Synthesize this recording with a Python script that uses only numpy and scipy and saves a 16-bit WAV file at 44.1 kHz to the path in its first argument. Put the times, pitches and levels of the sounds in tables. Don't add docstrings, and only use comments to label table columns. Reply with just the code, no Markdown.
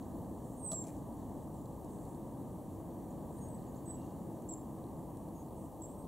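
import sys
import numpy as np
from scipy import signal
from scipy.fft import rfft, irfft, next_fast_len
from scipy.io import wavfile
from scipy.ndimage import uniform_filter1d, map_coordinates

SR = 44100
rng = np.random.default_rng(int(sys.argv[2]) if len(sys.argv) > 2 else 0)


def dump_mix(stems):
    frames = np.atleast_2d(stems).T
    limited = np.clip(frames, -1, 1)
    pcm = np.round(limited * 32767).astype(np.int16)
    wavfile.write(sys.argv[1], SR, pcm)


def gain_from_decibels(decibels):
    exponent = np.asarray(decibels, float) / 20
    return 10 ** exponent


N = 267775

# time in seconds, level in dB.
NEAR_BREATH = [(.575, -64), (.582, -64.5), (.626, -57), (.636, -49.5), (.66, -44), (.746, -42.5),
               (.812, -46.5), (.836, -54), (.848, -65)]
# time in seconds, pitch in Hz, level in dB.
SHORT_WHISTLE = [(3.852, 8130, -66), (3.865, 8050, -60), (3.89, 8070, -54), (3.912, 7940, -48.5),
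                 (3.925, 8000, -60), (3.945, 7800, -59), (3.958, 7760, -58), (3.973, 7300, -81)]
# start in seconds, length in seconds, resting pitch in Hz, level in dB, swell in dB.
FAR_WHISTLES = [
    (3.362, 0.21, 8020, -65, 2),
    (5.826, 0.21, 8320, -68, 8),
]
# time in seconds, half length in seconds, depth in dB.
VOICE_BREAKS = [
    (.5915, 0.0018, 29),
    (0.625, .001, 10),
    (5.96, 0.021, 13),
]
# start in seconds, length in seconds, rise in seconds, top pitch in Hz,
# level in dB over CHIP_DB.
CHIP_CALLS = [
    (4.488, .054, 0.0122, 7765, 1.5),
    (5.817, 0.045, 0.008, 7820, -2),
]
# delay in seconds, level in dB.
WALL_ECHOES = [(.007, -11), (.04, -16), (.046, -17), (.078, -19)]
# start in seconds, length in seconds, pitch in Hz, level in dB.
LEVEL_NOTES = [
    (3.403, 0.08, 6670, -69),
    (5.346, .086, 6610, -71.5),
]
# start in seconds, length in seconds, start pitch in Hz, end pitch in Hz, level in dB.
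FAINT_NOTES = [(1.35, 0.11, 8850, 8300, -79), (1.527, .07, 8400, 8150, -77), (1.55, .05, 7500, 7100, -78),
               (1.605, .022, 6800, 7500, -73), (1.651, .016, 7900, 7000, -73),
               (3.103, 0.015, 6500, 7330, -70), (3.661, .015, 7600, 7600, -72),
               (3.672, 0.028, 6500, 7100, -73), (3.758, .022, 6200, 7700, -69.5),
               (3.855, .015, 6150, 7000, -73), (5.572, .1, 8150, 8050, -76),
               (3.96, 0.097, 2780, 2780, -82.5), (4.08, .07, 2870, 2800, -86)]
# time in seconds, peak in dB, knock in dB, twig ring in dB (both over peak).
SNAPS = [(.7158, -43.5, -4, -12), (.718, -40.5, -6.5, -3), (0.727, -55, -19, -12),
         (0.7315, -44, -2.5, -7.5), (0.737, -55, -18, -20), (0.84, -51.5, -8, -7), (0.852, -58, -4, -14),
         (0.869, -51, -9, -16), (0.883, -54, -18, -12), (.896, -60, -14, -14), (1.658, -63, -15, -3),
         (1.8462, -60, -11, -12), (4.422, -62, -12, -11), (4.84, -62, -12, -2), (5.1712, -59, -17, -7)]
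# centre in Hz, width in Hz, level in dB.
SNAP_LEAVES = [(5860, 1060, 0), (7700, 770, 3.5), (9370, 930, 3.5), (11700, 3900, -12)]
# centre in Hz, width in Hz, level in dB.
TWIG_MODES = [(3360, 200, -3), (4120, 200, 1.5)]
# pitch in Hz, level in dB, 60 dB decay in seconds.
BRANCH_MODES = [(640, 1, 0.038), (1195, -14, 0.045)]
# peak in seconds, rise in seconds, level in dB, broad leaves in dB over it.
WING_BRUSHES = [
    (.716, .001, -53, -8),
    (.88, 0.047, -63, 0),
    (.965, .03, -72, -6),
]
# on in seconds, off in seconds, level in dB.
MOTOR_RUNS = [(.43, 0.61, -69.5), (1.886, 2.177, -71), (2.21, 2.32, -83), (3.303, 3.4, -71),
              (5.56, 5.68, -72)]
# time in seconds, peak in dB.
LENS_TICKS = [(.0273, -66), (.1875, -73), (.2468, -71), (1.127, -74), (1.6563, -70), (1.9068, -72),
              (1.9866, -71), (2.0539, -70), (2.1472, -69), (2.4266, -76), (3.3864, -70), (3.587, -73),
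              (3.6269, -71), (3.7471, -70), (4.0185, -70), (4.0664, -71), (5.4866, -72)]
# centre in Hz, width in Hz, level in dB.
BARREL_MODES = [(6500, 120, -4), (6860, 120, -5), (7340, 170, -1.5), (7920, 170, -2.5), (8320, 260, -2),
                (9530, 480, -2.5)]
# time in seconds, level in dB.
TRAFFIC_FLOW = [(0, 2), (.5, -1.5), (1.37, 1.5), (1.66, -2), (2.0, 0.5), (2.74, -2), (3.11, 2), (4.0, .5),
                (4.63, -2), (5.11, -1), (5.5, -5), (6.07, -4.5)]
# frequency in Hz, density in dB per Hz.
RUMBLE_SPECTRUM = [(12, -45), (25, -10), (49, -3.5), (100, 0), (155, 1), (290, 1), (345, -3), (375, -13),
                   (420, -14), (550, -20), (920, -120)]
TYRE_SPECTRUM = [(220, -24.5), (380, -1), (549, -1), (950, -5), (1200, -15), (1300, -22.5), (1410, -38),
                 (1830, -64), (3100, -120)]
AIR_SPECTRUM = [(830, -37), (1410, -10), (1500, 2.5), (1570, 0), (1820, -1.5), (2500, -19), (3250, -40),
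                (5500, -120)]
# centre in Hz, width in Hz, level in dB.
FAR_ENGINE = (324, 8.6, -59)
# time in seconds, level in dB.
BREEZE_LEVEL = [(0.0, -74.5), (0.56, -78), (0.79, -77), (1.15, -76.5), (2.45, -80.5), (3.84, -76),
                (3.99, -72.5), (4.6, -83.5), (6.07, -80)]
# frequency in Hz, density in dB per Hz.
LEAF_SPECTRUM = [(1400, -46), (2500, -15), (3000, -3.5), (4200, -3), (5100, -10), (6200, 0), (8000, 4),
                 (11000, -41)]
HISS_SPECTRUM = [(1410, -26), (2400, -32), (2580, -12), (2950, -7), (3400, -8.5), (4170, -10), (4800, -8.5),
                 (5130, -9), (5500, -6), (6400, -5.5), (7300, -0.5), (8410, 1.5), (10100, 1), (15800, 0)]
# frequency in Hz, correlation.
LIKENESS = [(30, -.3), (42, .3), (58, .8), (80, .93), (110, .95), (200, .96), (380, .93), (700, .95),
            (1290, .98), (2200, .76), (3000, .97), (6800, .97), (7800, .7), (9500, .45), (12000, .33),
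            (15000, .3)]
# frequency in Hz, left minus right in dB.
BALANCE = [(30, -4.5), (60, -.7), (110, 0), (200, -0.5), (380, 3), (700, 2), (1290, -1.5), (15000, 0)]
# centre in Hz, width in Hz, depth from 0 to 1.
HOUSING_NOTCHES = [(1440, 85, 0.9), (5120, 650, 0.51)]

SAG_HZ_PER_S, SETTLE_HZ = 6550, 150
NEAR_TOP_HZ, NEAR_REST_HZ = 8775, 7385
FAR_TOP_HZ, SWELL_S, RELEASE_S, RELEASE_DB = 8860, 0.09, 0.03, 10
CHIP_DB, CHIP_RISE_HZ_PER_S, CHIP_SAG_HZ_PER_S = -50.5, 31000, 10000
CHIP_BREAK_S, CHIP_BEAT_S, CHIP_GAP_S, CHIP_GAP_DB = 0.005, 0.0245, 0.0025, 18
EDGE_S, EDGE_CURL_HZ, EDGE_DB = 0.012, 90, 6
FAINT_BEND, FAINT_WAVER = 0.64, 0.007
SPLINTER_S, FLUTTER_T60_S = 0.003, 0.22
STEP_S, STEP_PHASE_S, STEP_SHARE, STEP_DB = 0.02, 0.0068, 0.11, -76
RUMBLE_DB, TYRES_DB, AIR_DB, HISS_DB = -46, -52.5, -79.5, -67.5
RUMBLE_GROWS, TYRES_GROWS = 0.41, 0.17
TOP_HZ = 15740


def near_bird():
    track = np.zeros(N)
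    s, db = np.transpose(NEAR_BREATH)
    t = times(s[0], s[-1] - s[0])
    level = np.interp(t, s, db) - breaks(t, VOICE_BREAKS)
    rows = np.c_[t, fall(t, NEAR_TOP_HZ, NEAR_REST_HZ), level]
    add(track, s[0], whistle(rows, waver_hz=12, flicker_db=1.5, rate=270, edge=0.0012))
    return ports(garden(track, t60=0.28, wet_db=-11), pan_db=-5, lead=0.2)


def short_whistle():
    track = np.zeros(N)
    add(track, SHORT_WHISTLE[0][0], whistle(SHORT_WHISTLE, waver_hz=18, flicker_db=0.5, rate=180))
    return ports(garden(track, t60=0.32, wet_db=-9), pan_db=-6, lead=0.25)


def far_bird():
    track = np.zeros(N)
    for s, length, rest_hz, db, swell_db in FAR_WHISTLES:
        t = times(s, length)
        knots = [0, SWELL_S, length - RELEASE_S, length]
        level = np.interp(t - s, knots, [db - swell_db, db, db, db - RELEASE_DB])
        rows = np.c_[t, fall(t, FAR_TOP_HZ, rest_hz), level - breaks(t, VOICE_BREAKS)]
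        add(track, s, whistle(rows, waver_hz=18, flicker_db=2.5, rate=170))
    return ports(garden(track, t60=0.3, wet_db=-3), pan_db=2.5, lead=1)


def chips():
    track = np.zeros(N)
    for s, length, rise, top_hz, db in CHIP_CALLS:
        t, top = times(s, length), s + rise
        pitch = top_hz - np.maximum(CHIP_RISE_HZ_PER_S * (top - t), CHIP_SAG_HZ_PER_S * (t - top))
        gaps = [(top + CHIP_BREAK_S + k * CHIP_BEAT_S, CHIP_GAP_S, CHIP_GAP_DB / (2 * k + 1))
                for k in range(2)]
        rows = np.c_[t, pitch, db - breaks(t, gaps)]
        chip = whistle(rows, waver_hz=35, flicker_db=2.2, rate=300, edge=0.0016)
        for delay, wall_db in [(0.00078, 0)] + WALL_ECHOES:
            add(track, s + delay, gain_from_decibels(CHIP_DB + wall_db) * chip)
    return ports(garden(track, t60=0.19, wet_db=-14), pan_db=-1, lead=-0.81)


def other_birds():
    track = np.zeros(N)
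    ends = np.array([1, 0, 0, 1])
    for s, length, hz, db in LEVEL_NOTES:
        knots = s + np.array([0, EDGE_S, length - EDGE_S, length])
        call = np.c_[knots, hz + EDGE_CURL_HZ * ends, db - EDGE_DB * ends]
        add(track, s, whistle(call, waver_hz=25, flicker_db=1.8, rate=143))
        fifth = whistle(call, waver_hz=40, flicker_db=2.5, rate=150, ratio=3 / 2)
        add(track, s, gain_from_decibels(-12.5) * fifth)
    for s, length, start_hz, end_hz, db in FAINT_NOTES:
        middle_hz = start_hz + FAINT_BEND * (end_hz - start_hz)
        rows = [(s, start_hz, db), (s + length / 2, middle_hz, db), (s + length, end_hz, db)]
        add(track, s, whistle(rows, waver_hz=FAINT_WAVER * start_hz, flicker_db=2.5, rate=190, edge=0.0032))
    return ports(garden(track, t60=0.23, wet_db=-9), pan_db=-4, lead=0.6)


def snaps():
    cracks, rings, knocks = np.zeros((3, N))
    t = np.arange(SR // 20) / SR
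    knock = sum(gain_from_decibels(db - 60 * t / t60) * np.sin(2 * np.pi * hz * t) for hz, db, t60 in BRANCH_MODES)
    knock = knock * (1 - np.exp(-t / 0.0019))
    for s, db, knock_db, ring_db in SNAPS:
        splinters = rng.standard_normal(len(t)) + 3.1 * (t == 0)
        add(cracks, s, gain_from_decibels(db + 8 - 26 * t / SPLINTER_S) * splinters)
        rings[round(s * SR)] = gain_from_decibels(db + ring_db + 30.5)
        add(knocks, s, gain_from_decibels(db + knock_db + 15) * knock)
    twig = filtered(rings, lambda hz: resonances(TWIG_MODES)(hz) * resonances([(4000, 3000, 0)])(hz))
    return filtered(cracks, resonances(SNAP_LEAVES)) + twig, knocks


def wings():
    now = np.arange(N) / SR
    beats = 0
    for s, rise, db, broad_db in WING_BRUSHES:
        loss_db = np.maximum(12 * (s - now) / rise, 60 * (now - s) / FLUTTER_T60_S)
        beats = beats + gain_from_decibels([[db], [db + broad_db]] - loss_db)
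    rustle = beats * gain_from_decibels(3 + 2.5 * wobble(250)) * rng.standard_normal(N)
    small_and_broad = [(7800, 4700, 3), (2270, 1100, 0.5)]  # (Hz, width Hz, dB)
    leaves = lambda hz: np.array([resonances([mode])(hz) ** 2 for mode in small_and_broad])
    return filtered(rustle, leaves).sum(axis=0)


def takeoff():
    cracks, knocks = snaps()
    hedge = garden(cracks + wings(), t60=0.043, wet_db=-9.5)
    return ports(hedge, pan_db=2, lead=0.95) + knocks * gain_from_decibels([[1.9], [-1.9]])


def lens():
    t, gate, steps = np.arange(N) / SR, np.zeros(N), np.zeros(N)
    for on, off, db in MOTOR_RUNS:
        gate += gain_from_decibels(db) * np.clip(np.minimum(t - on, off - t) / 0.0058, 0, 1)
    turns = np.arange(STEP_PHASE_S, N / SR, STEP_S)
    luck = rng.random((len(turns), 2))
    small = [(s, STEP_DB + 3 * size) for s, (chance, size) in zip(turns, luck) if chance < STEP_SHARE]
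    for s, db in small + LENS_TICKS:
        steps[round(s * SR)] = gain_from_decibels(db + 23)
    motor = filtered(rng.standard_normal(N), lambda hz: resonances(BARREL_MODES)(hz) ** 2)
    ticks = filtered(steps, resonances([(4300, 600, 9.5), (3200, 310, -8), (7500, 2500, -11)]))
    return ports(gate * unit(motor) + ticks, pan_db=-3, lead=-0.89)


def road():
    s, db = np.transpose(TRAFFIC_FLOW)
    flow_db = np.interp(np.arange(N) / SR, s, db)
    swell_db = 0.16 * wobble(3.245)
    hz, width, drone_db = FAR_ENGINE
    engine = unit(filtered(rng.standard_normal(N), resonances([(hz, width, 0)])))
    drone = gain_from_decibels(drone_db + 1.5 * wobble(1.2)) * engine
    rumble = gain_from_decibels(RUMBLE_DB + RUMBLE_GROWS * flow_db + swell_db) * rush(RUMBLE_SPECTRUM, patchy_db=-0.36)
    tyres = gain_from_decibels(TYRES_DB + TYRES_GROWS * flow_db + swell_db) * rush(TYRE_SPECTRUM, patchy_db=0.45)
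    air = gain_from_decibels(AIR_DB + flow_db) * rush(AIR_SPECTRUM, patchy_db=0.8)
    return drone + rumble + tyres + air


def breeze():
    s, db = np.transpose(BREEZE_LEVEL)
    level_db = np.interp(np.arange(N) / SR, s, db) - 1.5 + 1.2 * wobble(14)
    return gain_from_decibels(level_db) * rush(LEAF_SPECTRUM, patchy_db=1.2)


def hiss():
    return gain_from_decibels(HISS_DB) * rush(HISS_SPECTRUM, patchy_db=1)


def whistle(rows, waver_hz, flicker_db, rate, edge=0.0027, ratio=1):
    s, hz, db = np.transpose(rows)
    t = np.arange(s[0], s[-1], 1 / SR)
    pitch = ratio * (np.interp(t, s, hz) + waver_hz * wobble(rate, size=len(t)))
    fade = np.clip(np.minimum(t - s[0], s[-1] - t) / edge, 0, 1)
    level = gain_from_decibels(np.interp(t, s, db) + flicker_db * wobble(rate, size=len(t)))
    return np.sqrt(2) * fade * level * np.sin(2 * np.pi * np.cumsum(pitch) / SR)


def fall(s, top_hz, rest_hz):
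    above_hz = top_hz - rest_hz - SAG_HZ_PER_S * (s - s[0])
    return rest_hz + SETTLE_HZ * np.logaddexp(0, above_hz / SETTLE_HZ)


def breaks(t, catches):
    return sum(depth_db * np.clip(1.5 - abs(t - s) / half, 0, 1) for s, half, depth_db in catches)


def times(s, length):
    return s + np.arange(0, length, 1 / 2000)


def garden(x, t60, wet_db):
    t = np.arange(SR // 2) / SR
    common, apart = rng.standard_normal(len(t)), rng.standard_normal((2, len(t)))
    tail = (common + 0.7 * apart) * gain_from_decibels(-60 * t / t60) * (1 - np.exp(-t / 0.0015))
    tail = tail / np.linalg.norm(tail[0])
    return x + gain_from_decibels(wet_db) * signal.fftconvolve(x[None], tail, axes=1)[:, :N]


def ports(x, pan_db, lead):
    apart = lambda hz: np.outer([0.5, -0.5], np.clip((hz - 7100) / 1100, 0, 1.6))
    return filtered(x, lambda hz: gain_from_decibels(pan_db * apart(hz)) * np.exp(1j * lead * apart(hz)))


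def rush(spectrum, patchy_db):
    z = signal.stft(rng.standard_normal((2, N + 512)), nperseg=512)[2]
    field = uniform_filter1d(rng.standard_normal(z.shape[1:]), size=6, axis=0)
    field = uniform_filter1d(field, size=14, axis=1)
    pair = signal.istft(z * gain_from_decibels(patchy_db * unit(field)), nperseg=512)[1][:, :N]
    turn = lambda hz: np.arccos(np.clip(along(LIKENESS, hz), -1, 1)) / 2
    mid, side = filtered(pair, lambda hz: gain_from_decibels(along(spectrum, hz)) * [np.cos(turn(hz)), np.sin(turn(hz))])
    sides = np.array([mid + side, mid - side]) / np.std(mid)
    return filtered(sides, lambda hz: gain_from_decibels(np.outer([0.5, -0.5], along(BALANCE, hz))))


def resonances(modes):
    def response(f):
        return sum((-1) ** k * gain_from_decibels(db) * 1j * f * w / (c * c - f * f + 1j * f * w)
                   for k, (c, w, db) in enumerate(modes))
    return response


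def filtered(x, response):
    m = next_fast_len(N + SR // 2)
    return irfft(rfft(x, m) * response(np.fft.rfftfreq(m, 1 / SR)), m)[..., :N]


def along(points, hz):
    f, v = np.transpose(points)
    return np.interp(np.log(hz + 1), np.log(f + 1), v)


def wobble(rate, size=N):
    knots = rng.standard_normal(size // 8 + 4)
    return map_coordinates(knots, [np.arange(size) * min(rate / SR, 1 / 8)])


def unit(x):
    return x / np.sqrt(np.mean(x ** 2) + 1e-20)


def add(track, s, sound):
    part = track[round(s * SR):][:len(sound)]
    part += sound[:len(part)]


def scene():
    birds = near_bird() + short_whistle() + far_bird() + chips() + other_birds()
    return birds + takeoff() + lens() + road() + breeze() + hiss()


def band_limit(x):
    return signal.sosfilt(signal.butter(12, 16820, fs=SR, output="sos"), x)


def record(dry):
    def housing(hz):
        dips = [1 - depth * resonances([(c, w, 0)])(hz) for c, w, depth in HOUSING_NOTCHES]
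        return np.prod(dips, axis=0) * (hz < TOP_HZ)
    return band_limit(filtered(dry, housing))


dry = scene()
out = record(dry)
dump_mix(out)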